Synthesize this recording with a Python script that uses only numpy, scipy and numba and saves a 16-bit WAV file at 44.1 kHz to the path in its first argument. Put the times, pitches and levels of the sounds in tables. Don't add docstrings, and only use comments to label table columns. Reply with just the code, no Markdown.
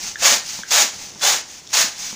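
import sys
import numpy as np
from scipy import signal
from scipy.fft import rfft, irfft
from scipy.io import wavfile
from scipy.ndimage import uniform_filter1d
from numba import njit

SR = 44100
rng = np.random.default_rng(int(sys.argv[2]) if len(sys.argv) > 2 else 0)


def persist_wave(psi):
    counts = np.round(np.clip(psi, -1, 1) * 32767).astype(np.int16)
    wavfile.write(sys.argv[1], SR, np.atleast_2d(counts).T)


def convert_level_to_amplitude(level_db):
    exponent = np.asarray(level_db, float) / 20
    return 10 ** exponent


N = 94815

# t/s, jet level/dB
PUSH_STROKES = [
    [(.213, -50), (.221, -23), (.231, -15.5), (.26, -11), (.295, -12.5), (.33, -14.5), (.39, -27.5),
     (.44, -46), (.46, -58)],
    [(.700, -61), (.708, -22), (.724, -14.5), (.76, -13), (.795, -14), (.83, -15.5), (.91, -37), (.95, -38),
     (.97, -58)],
    [(1.208, -42), (1.218, -23.5), (1.232, -17.5), (1.275, -13.5), (1.32, -16), (1.36, -21.5), (1.414, -35),
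     (1.424, -73), (1.47, -67)],
    [(1.724, -50), (1.733, -21.5), (1.748, -15.5), (1.785, -14), (1.83, -15.5), (1.86, -23), (1.91, -35.5),
     (1.95, -42), (1.98, -65)],
]
# pitch/ratio, ring level/dB, creep level/dB
BALLOON_NECK = [
    (.78, -2, 5),
    (1.04, 0.8, 2),
    (1.01, 4.5, -2.5),
    (0.806, -7.5, -2.5),
]


def to_level(x, db):
    return x * convert_level_to_amplitude(db) / np.sqrt(np.mean(x ** 2))


@njit
def svf(x, hz, width):
    y, band, low = np.empty(len(x)), 0., 0.
    for i in range(len(x)):
        g, k = np.tan(np.pi * hz[i] / SR), width / hz[i]
        v = (band + g * (x[i] - low)) / (1 + g * (g + k))
        band = 2 * v - band
        low = low + 2 * g * v
        y[i] = k * v
    return y


def still_band(x, hz, width_hz):
    return svf(x, np.full(N, float(hz)), float(width_hz))


def colour(x, spectrum):
    f = np.maximum(np.fft.rfftfreq(N, 1 / SR), 1)
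    hz, db = np.array(spectrum).T
    return irfft(rfft(x) * convert_level_to_amplitude(np.interp(np.log(f), np.log(hz), db)), N)


def walk(hz):
    hold = max(int(SR / hz), 1)
    x = np.repeat(rng.standard_normal(N // hold + 1), hold)[:N]
    x = uniform_filter1d(uniform_filter1d(x, hold), hold)
    return x / x.std()


def gas(spit_db, flutter_db):
    flutter_hz = 91.24
    return rng.standard_normal(N) * convert_level_to_amplitude(spit_db * walk(1500) + flutter_db * walk(flutter_hz))


def half_sine(t, start, length):
    return np.sin(np.pi * np.clip((t - start) / length, 0, 1)).clip(0)


def hits(events, modes, push_s):
    scatter_db, push_curve = 1.5, 1.3
    out, t = np.zeros(N + 4096), np.arange(4096) / SR
    onset = np.minimum(t / push_s, 1) ** push_curve
    for s, db, pitch in events:
        ring = np.zeros(4096)
        for hz, mode_db, t60 in modes:
            gain = convert_level_to_amplitude(mode_db + scatter_db * rng.standard_normal())
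            ring += gain * np.sin(2 * np.pi * hz * pitch * t) * convert_level_to_amplitude(-60 * t / t60)
        ring *= onset
        i = int(s * SR)
        out[i:i + 4096] += convert_level_to_amplitude(db) * ring / np.abs(ring).max()
    return out[:N]


def hum():
    # f/Hz, level/dB per Hz
    hum_colour = [(30, -38), (62, -4), (150, -2.5), (350, -4.5), (600, -6.5), (800, -8), (1300, -15),
                  (3500, -15), (7000, -60)]
    sway = convert_level_to_amplitude(1.5 * walk(8))
    return sway * to_level(colour(rng.standard_normal(N), hum_colour), -48.5)


def pulls(t):
    # start t/s, length/s, level/dB
    strokes = [
        (-.08, .26, -28),
        (0.389, 0.28, -28),
        (0.901, 0.25, -33),
        (1.413, 0.24, -38.5),
        (1.92, 0.27, -27.5),
    ]
    # f/Hz, level/dB per Hz
    intake_colour = [(290, -14), (500, -30.5), (799, -10), (1100, -15.5), (2250, -9.5), (3690, -9),
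                     (6150, -1.5), (8100, -13.5), (13500, -29)]
    sharpness = 1.63
    creep_s, creep_db, leak_db = .03, -30.5, -44.5
    flow = sum(convert_level_to_amplitude(db) * half_sine(t, s, length) ** sharpness for s, length, db in strokes)
    creep = np.zeros(N)
    for rows, neck in zip(PUSH_STROKES, BALLOON_NECK):
        creep += convert_level_to_amplitude(creep_db + neck[2]) * np.exp(-(np.abs(t - rows[1][0]) / creep_s) ** 2)
    hiss = to_level(colour(gas(0.75, 0.91), intake_colour), 0)
    return np.sqrt(flow ** 2 + creep ** 2 + convert_level_to_amplitude(2 * leak_db)) * hiss


def knocks():
    # t/s, level/dB, pitch/ratio
    events = [
        (.1568, -15.5, 1.06),
        (.212, -21, 1.12),
        (.634, -17, .99),
        (1.211, -24, .97),
    ]
    # f/Hz, level/dB, t60/s
    modes = [(1620, 0, .014), (3350, -7, .01), (6000, -17, .006)]
    return hits(events, modes, push_s=.0013)


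def scrapes(t):
    # start t/s, length/s, level/dB
    rubs = [
        (.17, .052, -38),
        (.643, .05, -44),
    ]
    rub = to_level(still_band(gas(1.9, 2.5), 1800, 500), 0)
    return rub * sum(convert_level_to_amplitude(db) * half_sine(t, s, length) ** 0.33 for s, length, db in rubs)


def pushes(t):
    # f/Hz, level/dB per Hz
    jet_colour = [(180, -60), (420, -20), (560, -10), (1150, -9), (1700, -7), (3100, -8), (6590, -2.5),
                  (8180, -13.5), (13500, -25.5)]
    # f/Hz, width/Hz, level/dB
    barrel_modes = [(772, 107, -14), (1550, 63, -18.5), (2192, 160, -21.5), (2925, 84, -23),
                    (3476, 48, -14.5), (4070, 76, -18)]
    barrel_rise = 0.22
    barrel_fade_db = -13
    puff_hz, puff_width_hz, puff_db, puff_at, puff_spread = 255, 340, -20, 0.593, 0.16

    db, travel, pitch, ring_db = np.full(N, -90.), np.zeros(N), np.ones(N), np.zeros(N)
    for rows, neck in zip(PUSH_STROKES, BALLOON_NECK):
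        s, d = np.array(rows).T
        on = (t >= s[0]) & (t < s[-1])
        db[on] = np.interp(t[on], s, d)
        travel[on] = (t[on] - s[0]) / (s[-1] - s[0])
        pitch[on], ring_db[on] = neck[:2]
    db = uniform_filter1d(db, size=100)

    jet = to_level(colour(gas(1, 1), jet_colour), 0)
    for hz, db_per_db in (7900, 0.03), (13600, .15):
        treble = signal.sosfiltfilt(signal.butter(2, hz, "high", fs=SR, output="sos"), jet)
        jet = jet + (convert_level_to_amplitude(db_per_db * np.minimum(db + 13.5, 0)) - 1) * treble

    swirl = gas(1.1, 1.4)
    climb = pitch * (1 + barrel_rise * (travel - .2))
    ring = sum(to_level(svf(swirl, hz * climb, float(width)), d) for hz, width, d in barrel_modes)
    jet = jet + ring * convert_level_to_amplitude(ring_db + barrel_fade_db * travel)

    puff = still_band(gas(0.98, 2.5), puff_hz, puff_width_hz)
    puff = to_level(still_band(puff, puff_hz, 2 * puff_width_hz), puff_db)
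    swell = np.exp(-.5 * ((travel - puff_at) / puff_spread) ** 2)
    return (jet + puff * swell) * convert_level_to_amplitude(db + 1.0)


def bumps():
    # t/s, level/dB, pitch/ratio
    events = [
        (.589, -27, 1.05),
        (1.158, -33, .9),
        (2.127, -27, 1.01),
    ]
    # f/Hz, level/dB, t60/s
    modes = [(210, -5, .04), (520, -2, .015), (900, -2, .011), (1550, -6, .008)]
    return hits(events, modes, push_s=.0012)


def ticks():
    # t/s, level/dB, pitch/ratio
    events = [(.6265, -25, 1.02), (.632, -29, .98), (1.137, -29, .95), (1.149, -25, 1.0),
              (1.166, -31, 1.15), (1.177, -29, 1.03), (1.195, -25, .97), (1.669, -27, 1.0),
              (1.674, -22.5, 1.0), (1.691, -28, .99), (1.694, -29, 1.03), (1.706, -31, 1.0),
              (1.723, -26, 1.05)]
    # f/Hz, level/dB, t60/s
    modes = [(3600, -3, .006), (5500, 0, .008), (6600, -5, .005), (8500, -13, .004), (12000, -22, .003)]
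    return hits(events, modes, push_s=.0005)


def room(x):
    t60_s, room_db, dull_hz = 0.31, -12, 7400
    t = np.arange(int(.5 * SR)) / SR
    tail = rng.standard_normal(len(t)) * convert_level_to_amplitude(-60 * t / t60_s) * (t > .004)
    tail = signal.lfilter(*signal.butter(2, dull_hz, fs=SR), tail)
    return signal.fftconvolve(x, tail / np.sqrt(np.sum(tail ** 2)))[:N] * convert_level_to_amplitude(room_db)


def scene():
    t = np.arange(N) / SR
    pump = pulls(t) + knocks() + scrapes(t) + pushes(t) + bumps() + ticks()
    return np.tile(hum() + pump + room(pump), (2, 1))


def roll_off(x):
    return signal.sosfilt(signal.butter(12, 16860, fs=SR, output="sos"), x)


def record(dry):
    x = dry[0] + convert_level_to_amplitude(-6) * still_band(dry[0], 6840, 770)
    top_hz, top_width_hz = 14850, 2300
    top_band = still_band(still_band(x, top_hz, top_width_hz), top_hz, top_width_hz)
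    x = x + convert_level_to_amplitude(12.5) * top_band
    x = np.tanh(0.76 * x) / 0.87
    x = signal.sosfilt(signal.ellip(12, .2, 60, 15480, fs=SR, output="sos"), x)
    return roll_off(np.tile(x, (2, 1)))


dry = scene()
out = record(dry)
persist_wave(out)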